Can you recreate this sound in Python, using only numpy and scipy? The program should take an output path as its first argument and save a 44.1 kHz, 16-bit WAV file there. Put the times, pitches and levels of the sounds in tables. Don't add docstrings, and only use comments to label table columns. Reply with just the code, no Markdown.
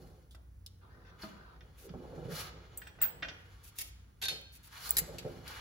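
import sys
import numpy as np
from scipy import signal
from scipy.fft import rfft, irfft
from scipy.io import wavfile
from scipy.ndimage import uniform_filter1d, map_coordinates

SR = 44100
rng = np.random.default_rng(int(sys.argv[2]) if len(sys.argv) > 2 else 0)


def dump(signal):
    limited = np.clip(np.atleast_2d(signal).T, -1, 1)
    pcm = np.round(limited * 32767).astype(np.int16)
    wavfile.write(sys.argv[1], SR, pcm)


N = 247311
T = np.arange(N) / SR
AGE = T[:SR * 3 // 4]

# [f/Hz, energy/dB, t60/s]
PIN_MODES = [(8090, -21, .04), (8260, -21, .1), (15268, 0, .17), (15370, -6, .16), (15545, -5, .12),
             (15615, -3, .09)]
# [f/Hz, level/dB]
PIN_CRACK = [(1000, -42), (3200, -20), (6000, -25.5), (8100, 10), (9000, -8), (10500, -3.5), (12200, 1.5),
             (14000, -5), (15600, 2.5), (17000, -40)]
# [f/Hz, energy/dB, t60/s]
HANDLE_MODES = [(1500, -3, .03), (1640, 0, .045), (1765, 0, .05), (1910, -2, .08), (2200, -4, .04),
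                (2446, -1, .14), (2767, -4, .05), (3130, -4, .05), (3260, -3, .05), (3580, -7, .06),
                (4315, -14, .22), (5800, -15, .24)]
# [f/Hz, level/dB]
HANDLE_CRACK = [(250, -15), (800, -7), (1200, -7.5), (1600, 2.5), (2300, -4.5), (3200, -4.5), (4000, -9.5),
                (5700, -10), (7400, -28.5), (16000, -78.5)]
# [f/Hz, energy/dB, t60/s]
PUNCH_MODES = [(1583, -14, .12), (2444, -15, .12), (3074, -11, .6), (3092, -12, .3), (3592, -9, .06),
               (3780, -10, .06), (3965, -8, .07), (4304, -2, .3), (4996, -18, .25), (6110, -11.5, .27),
               (10860, -11, .11), (11690, -10, .12)]
# [f/Hz, level/dB]
PUNCH_CRACK = [(250, -13), (600, -8), (1200, -12), (2000, -1), (3300, 3.5), (5000, -1), (8000, -4.5),
               (10000, -7), (12000, 4.5), (14500, -13), (16000, -27)]
# [f/Hz, level/dB]
BODY = [(28, -31), (60, -11), (95, 2), (157, -.5), (210, -9.5), (300, -8.5), (500, -10), (780, -13.5),
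        (1000, -25.5), (1500, -25.5), (3000, -67)]


def undb(db):
    return 10 ** (np.asarray(db) / 20)


def unit(x):
    return x / np.sqrt(np.mean(x ** 2))


def unit_energy(x):
    return x / np.sqrt(np.sum(x ** 2))


def colour(x, points, tilt_db=0, size=4096):
    hz, db = np.transpose(points)
    octave = np.log2(np.maximum(np.arange(size // 2 + 1) * SR / size, 1))
    tilted_db = db + tilt_db * np.log2(hz / hz[0])
    gain = undb(np.interp(octave, np.log2(hz), tilted_db))
    cepstrum = irfft(np.log(gain))
    cepstrum[1:size // 2] *= 2
    cepstrum[size // 2 + 1:] = 0
    response = irfft(np.exp(rfft(cepstrum)))
    return signal.fftconvolve(x, response)[:len(x)]


def walk(rate):
    k = int(SR / rate)
    steps = np.repeat(rng.standard_normal(N // k + 1), k)
    return unit(uniform_filter1d(uniform_filter1d(steps, k), k)[:N])


def grains(n, spread_db):
    size_db = spread_db * np.minimum(rng.exponential(size=n), 5)
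    return unit(rng.standard_normal(n) * undb(size_db))


def add(track, s, sound):
    i = int(s * SR)
    track[i:i + len(sound)] += sound[:N - i]


def peak_at(x, db, size=128):
    return x * undb(db) / np.sqrt(uniform_filter1d(x ** 2, size).max())


def fade(t60):
    return np.exp(-np.log(1000) * AGE / max(t60, .001))


def ring(modes):
    total = 0
    for hz, db, t60 in modes:
        gain = undb(db + rng.normal())
        sine = np.sin(2 * np.pi * hz * AGE + rng.uniform(0, 2 * np.pi))
        total = total + gain * unit_energy(sine * undb(-60 * AGE / t60))
    return unit_energy(total)


def resonance(x, hz, share):
    b, a = signal.iirpeak(hz, 1 / np.clip(share, .03, 1), fs=SR)
    return signal.lfilter(b, a, signal.lfilter(b, a, x))


def waver(x):
    wander = 0.09
    return map_coordinates(x, [np.cumsum(1 + wander * walk(25))], order=3, mode="mirror")


def speed(s, rise, fall):
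    drop_db, curve = 16, 1.315
    away = np.maximum((s - T) / max(rise, .005), (T - s) / max(fall, .005))
    return undb(-drop_db * np.minimum(away, 10) ** curve)


def blows(rows, modes, crack, ring_db, snap_db, snap_t60, rise_s):
    out = np.zeros(N)
    for s, db, chatter_t60, *extra in rows:
        own_ring_db, tilt_db = (*extra, 0, 0)[:2]
        envelope = fade(chatter_t60) + undb(snap_db) * fade(snap_t60)
        contact = grains(len(AGE), 1.34) * envelope
        excited = [(hz, level + tilt_db * np.log2(hz / modes[0][0]), t60) for hz, level, t60 in modes]
        impact = unit_energy(colour(contact, crack, tilt_db / 2))
        sound = impact + undb(ring_db + own_ring_db) * ring(excited)
        add(out, s, peak_at(sound * (1 - np.exp(-AGE / rise_s)), db))
    return out


def strokes(rows, spread_db, edge):
    out = np.zeros(N)
    for s, length, db in rows:
        n = int(length * SR)
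        taper = signal.windows.tukey(n, np.clip(edge, 0, 1))
        add(out, s, undb(db) * grains(n, spread_db) * taper)
    return out * undb(1.15 * walk(180))


def excite(contacts, response):
    return signal.fftconvolve(contacts, response)[:N]


def click_through(points):
    return unit_energy(colour(signal.unit_impulse(len(AGE)), points))


def ventilation():
    # [f/Hz, level/dB]
    air_shape = [(28, -27.5), (45, 6), (100, 0.5), (170, -9.5), (300, -17.5), (600, -30.5), (1500, -35.5),
                 (3000, -41.5), (12000, -38.5), (15700, -38), (17000, -67.5)]
    # [f/Hz, level/dB]
    lines = [(44, -74.5), (59.8, -60.5), (92, -66.5)]
    mid, side = (colour(rng.standard_normal(N), air_shape) for _ in range(2))
    side = colour(side, [(100, -17.5), (300, -3.5), (1500, 4.0), (12000, -12.5)])
    out = (mid + np.outer([1, -1], side)) / np.std(mid) * undb(-58.5)
    for hz, db in lines:
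        level = undb(db + 3.9 * walk(3.92))
        phase = 2 * np.pi * hz * T + 0.67 * walk(3.7)
        out = out + level * np.sqrt(2) * np.sin(phase)
    return out


def sleeves():
    # [t/s of fastest motion, rise/s, fall/s, level/dB, treble/dB relative to the body]
    sweeps = [(0.01, 0.16, 0.32, -73, 2), (1.226, 0.051, 0.15, -56.5, -4), (2.22, 0.76, 0.58, -66.5, -8),
              (2.355, 0.062, 0.076, -54.5, 6), (2.409, 0.075, 0.08, -51, 5.5), (2.6, 0.15, 0.4, -69.5, -34),
              (3.58, 1, 0.68, -70, -7), (4.78, 0.086, 0.16, -60, -14), (4.874, 0.18, 0.19, -56.5, 8.5),
              (5.27, 0.74, 0.56, -63.5, -5), (5.487, 0.054, 0.2, -53, -4)]
    # [f/Hz, level/dB]
    cloth = [(250, -18.5), (600, 0.5), (1300, 12), (2700, 4), (4200, 2.5), (5500, -4), (7200, -4),
             (9000, -48.5)]
    cloth_top = [(3000, -10), (4200, 7), (6500, -0.5), (8500, -4.5), (12000, 6.5), (14000, -14), (15500, 2),
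                 (17000, -43)]
    treble_power = 1.51
    body, top = (unit(colour(grains(N, 1.8), shape)) for shape in (cloth, cloth_top))
    out = 0
    for s, rise, fall, db, treble_db in sweeps:
        v = speed(s, rise, fall)
        out = out + undb(db) * (body * v + top * undb(treble_db) * v ** treble_power)
    return out * undb(1.9 * walk(60))


def shifts():
    # [t/s of fastest motion, rise/s, fall/s, level/dB]
    moves = [(0.023, 0.35, 0.24, -54.5), (1.0, 0.29, 1.8, -62.5), (2.199, 0.3, 0.38, -49.5),
             (2.55, 0.093, 0.57, -61), (3.15, 0.23, 0.55, -60), (5.06, 0.22, 0.62, -53),
             (5.33, 0.14, 0.18, -53.5)]
    rub = unit(colour(grains(N, 3.33), BODY)) * undb(1.75 * walk(35))
    return rub * sum(undb(db) * speed(s, rise, fall) for s, rise, fall, db in moves)


def rasps():
    # [t/s of fastest motion, rise/s, fall/s, level/dB, resonance f/Hz]
    drawn = [(0.03, 0.047, 0.05, -54, 223), (1.868, 0.042, 0.035, -52, 380),
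             (1.906, 0.018, 0.015, -40, 159), (1.953, 0.031, 0.13, -51.5, 265),
             (1.98, 0.048, 0.16, -53.5, 417), (2.05, 0.066, 0.1, -59.5, 755),
             (2.18, 0.23, 0.093, -53.5, 476), (2.3, 0.091, 0.12, -48, 514), (2.272, 0.05, 0.12, -40, 140),
             (5.09, 0.021, 0.083, -50, 520), (5.254, 0.0083, 0.048, -41, 494)]
    friction = grains(N, 3.0)
    out = 0
    for s, rise, fall, db, hz in drawn:
        hollow = resonance(friction, hz, share=0.39)
        out = out + undb(db) * speed(s, rise, fall) * unit(waver(hollow))
    return out


def ticks():
    # [t/s, level/dB, chatter t60/s]
    hits = [(0.3095, -56, 0.16), (0.348, -55.5, 0.038), (0.6625, -41, 0.019), (3.631, -65, 0.027),
            (3.7875, -38, 0.0073), (5.478, -41, 0.049)]
    # [f/Hz, energy/dB, t60/s]
    modes = [(4770, 5, 0.013), (9030, 13, 0.023)]
    # [f/Hz, level/dB]
    crack = [(600, -68), (1300, -7), (2450, -10), (3300, 13), (5000, 5), (8500, 3), (14700, 7),
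             (16000, -17)]
    return blows(hits, modes, crack, ring_db=-5.5, snap_db=-8, snap_t60=0.0064, rise_s=0.000089)


def knocks():
    # [t/s, level/dB, chatter t60/s, added ring/dB, brightness/dB per octave]
    hits = [(0.347, -55.5, 0.023, -17, -11), (1.608, -55, .007, 8, -0.5), (1.892, -55.5, 0.021, -8, 4),
            (2.817, -46.5, 0.06, 8, -4), (2.869, -49.5, 0.09, 6, 0), (2.987, -54, .05, -2, -12.5),
            (3.014, -42, 0.15, -6.5, -2.5), (3.031, -43.5, 0.13, -9, -1), (3.2235, -39, 0.032, 8, -6.5),
            (3.2275, -32.5, 0.078, 8, -1.5), (3.247, -41.5, 0.046, 4, -4), (3.284, -42, 0.082, -1.5, 7)]
    return blows(hits, HANDLE_MODES, HANDLE_CRACK,
                 ring_db=-3.0, snap_db=-21, snap_t60=0.0031, rise_s=0.00031)


def gloves():
    # [start t/s, length/s, level/dB of the jerks]
    rubs = [(0.808, 0.54, -70.5), (1.3, 0.268, -66.5)]
    # [f/Hz, level/dB]
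    shape = [(300, -15), (700, -6), (1150, -1.5), (1500, 3), (2000, -13), (4500, -13.5), (8000, -44)]
    rasp = unit(waver(colour(rng.standard_normal(N), shape)))
    jerks = np.abs(strokes(rubs, spread_db=3.0, edge=0.026))
    return rasp * uniform_filter1d(jerks, size=32)


def skids():
    # [start t/s, length/s, level/dB of the contacts]
    slides = [(1.045, 0.062, -69.5), (2.82, .075, -70), (3.004, 0.012, -56)]
    handle = click_through(HANDLE_CRACK) + undb(-3.0) * ring(HANDLE_MODES)
    return excite(strokes(slides, spread_db=6.0, edge=0.22), handle)


def clip_scrapes():
    # [start t/s, length/s, level/dB of the contacts]
    slides = [(1.217, 0.016, -52)]
    # [f/Hz, energy/dB, t60/s]
    modes = [(4430, 3, 0.055), (4910, 4.5, 0.037), (5550, 1, 0.067)]
    return excite(strokes(slides, spread_db=8.0, edge=0.41), ring(modes))


def clunks():
    # [t/s, level/dB, chatter t60/s]
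    hits = [(1.2345, -41.5, 0.017), (1.241, -44, 0.014)]
    # [f/Hz, energy/dB, t60/s]
    modes = [(210, 3.5, 0.053), (372, -5, 0.061), (637, -7.5, .07), (1237, -5.5, 0.088)]
    # [f/Hz, level/dB]
    crack = [(80, -25), (200, 4), (1000, 1), (2000, -9), (5000, -28), (12000, -28)]
    return blows(hits, modes, crack, ring_db=2.5, snap_db=0, snap_t60=0.0065, rise_s=0.00064)


def scrapes():
    # [start t/s, length/s, level/dB of the contacts]
    slides = [(1.765, 0.12, -62), (3.628, 0.076, -58.5), (3.745, 0.16, -57.5), (3.78, 0.046, -42),
              (4.515, 0.066, -60), (4.625, 0.059, -59.5)]
    # [f/Hz, level/dB]
    grit = [(1000, -17.5), (1800, -7), (2400, 0), (4000, -1.5), (6500, 0), (8500, -1), (12000, 8),
            (15500, 3), (17000, -54)]
    return excite(strokes(slides, spread_db=5.5, edge=0.35), click_through(grit))


def bumps():
    # [t/s, level/dB, t60/s, brightness/dB per octave]
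    hits = [(1.938, -37, 0.14, -3), (2.176, -41.5, 0.055, -0.5), (4.31, -47.5, 0.4, 2.5),
            (5.018, -38.5, 0.06, -5.5), (5.14, -43.5, 0.074, -1.5), (5.249, -35.5, 0.084, 0)]
    out = np.zeros(N)
    for s, db, t60, tilt_db in hits:
        contact = grains(len(AGE), 3.6) * fade(t60)
        add(out, s, peak_at(colour(contact, BODY, tilt_db), db))
    return out


def weave():
    # [start t/s, length/s, level/dB of the contacts]
    chafes = [(2.32, 0.18, -56), (4.72, .2, -64), (5.44, 0.175, -56.5)]
    # [f/Hz, level/dB]
    thread = [(700, -19), (1500, 6), (1850, -4), (2300, 5.5), (4200, -2.5), (6000, -17), (17000, -22)]
    return excite(strokes(chafes, spread_db=6.0, edge=0.43), click_through(thread))


def pings():
    # [t/s, level/dB, chatter t60/s, added ring/dB]
    hits = [(2.774, -36.5, 0.01, -7), (2.872, -55, 0.025, -5), (3.0165, -25.5, 0.027, -1),
            (3.0205, -22.5, .02, 28)]
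    return blows(hits, PIN_MODES, PIN_CRACK, ring_db=-3, snap_db=24.5, snap_t60=0.0086, rise_s=0.00054)


def drags():
    # [start t/s, length/s, level/dB of the contacts]
    slides = [(4.214, 0.047, -43.5)]
    punch = click_through(PUNCH_CRACK) + undb(-4.0) * ring(PUNCH_MODES)
    return excite(strokes(slides, spread_db=4.0, edge=0.15), punch)


def clinks():
    # [t/s, level/dB, chatter t60/s, added ring/dB]
    hits = [(4.2165, -43, 0.015, -6), (4.2245, -35, 0.05, -11), (4.237, -33, 0.013, 0),
            (4.254, -34.5, 0.012, 3.5), (4.2835, -28, 0.038, -4.5), (4.294, -37.5, 0.28, 4.5),
            (5.184, -39.5, 0.065, -23)]
    return blows(hits, PUNCH_MODES, PUNCH_CRACK,
                 ring_db=-3, snap_db=14.5, snap_t60=0.0039, rise_s=0.00035)


def snaps():
    # [t/s, level/dB, chatter t60/s]
    hits = [(4.414, -53, .01), (4.893, -27, .014), (4.9065, -15.5, .024)]
    return blows(hits, PIN_MODES, PIN_CRACK, ring_db=-19, snap_db=13, snap_t60=.004, rise_s=.0002)


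def clacks():
    # [t/s, level/dB, chatter t60/s]
    hits = [(4.9678, -20.5, 0.041), (4.983, -20, 0.026), (4.9875, -22, 0.014)]
    # [f/Hz, energy/dB, t60/s]
    modes = [(2080, -13, .018), (4000, -12, .015), (4920, -13, .07), (8075, -10, .025), (10850, -4, .08),
             (11686, 2, .08), (15350, -11, .08)]
    # [f/Hz, level/dB]
    crack = [(300, -13.5), (1200, -15), (2100, -4), (3000, -9.5), (4500, -5), (8000, -1), (9500, -7.5),
             (10800, 7.5), (11250, -10), (11700, 21), (12300, -4), (13500, 3), (16000, -19)]
    return blows(hits, modes, crack, ring_db=-5.0, snap_db=-15, snap_t60=0.0083, rise_s=0.000099)


def room_tail():
    # [f/Hz, t60/s, level/dB]
    bands = [(154, 0.72, 2.5), (511, 0.55, 4), (1550, 0.75, -9.5), (3530, 0.57, -9), (7600, 0.49, -15.5),
             (12500, 0.34, -23.5)]
    centres = np.log([row[0] for row in bands])
    log_hz = np.log(np.maximum(np.linspace(0, SR / 2, len(AGE) // 2 + 1), 1))
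    noise = rfft(rng.standard_normal(len(AGE)))
    tail = 0
    for share, (_, t60, db) in zip(np.eye(len(bands)), bands):
        band = irfft(noise * np.interp(log_hz, centres, share), len(AGE))
        envelope = unit_energy(fade(t60) * (1 - np.exp(-AGE / 0.0074)))
        tail = tail + undb(db) * band * envelope
    return tail


def place(x, near_db, room_db):
    echoes = []
    for _ in range(2):
        near = unit_energy(grains(len(AGE), 1.53) * fade(0.056) * (1 - np.exp(-AGE / 0.00074)))
        near = colour(near, [(100, -2.0), (500, -1.0), (3000, -3.5), (8000, -5.0), (15000, -13.5)])
        echoes.append(excite(x, undb(near_db) * near + undb(room_db) * room_tail()))
    side = colour(echoes[1], [(100, -16.0), (400, -1.5), (2000, 3), (5000, 4), (14000, 8.5)])
    return x + echoes[0] + np.outer([1, -1], side)


def ports(pair, lag_s):
    delay = np.exp(-2j * np.pi * np.fft.rfftfreq(N, 1 / SR) * lag_s)
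    late = irfft(rfft(pair[0]) * delay, N)
    return np.array([late, pair[1]])


def scene():
    ahead = (place(pings(), near_db=2.5, room_db=3)
             + place(knocks(), near_db=-1.0, room_db=1.0)
             + place(clinks() + scrapes() + drags() + skids(), near_db=3.0, room_db=2.5)
             + place(sleeves() + weave(), near_db=-1.0, room_db=-1.0)
             + place(clip_scrapes() + clunks(), near_db=0.5, room_db=-3.5)
             + place(gloves(), near_db=3.5, room_db=4.5))
    body_pan_db = 1.9
    body_gains = undb(np.array([[-body_pan_db], [body_pan_db]]) / 2)
    movement = shifts() + rasps() + bumps()
    right = (place(ticks(), near_db=-3.0, room_db=-5.0)
             + place(snaps(), near_db=-22, room_db=-14.0)
             + place(clacks(), near_db=-2.0, room_db=-6.0)
             + place(movement, near_db=-4.5, room_db=-12.5) * body_gains
             + ventilation())
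    return ahead + ports(right, lag_s=.000188)


def record(dry):
    # [f/Hz, level/dB]
    mic = [(7600, -1), (8200, -4), (8650, -19), (9400, 1), (12600, -5), (13500, -10), (14800, 1)]
    heard = [colour(channel, mic) for channel in dry]
    top_cut = signal.ellip(8, .2, 70, 16700, fs=SR, output="sos")
    return signal.sosfilt(top_cut, heard)


dry = scene()
out = record(dry)
dump(out)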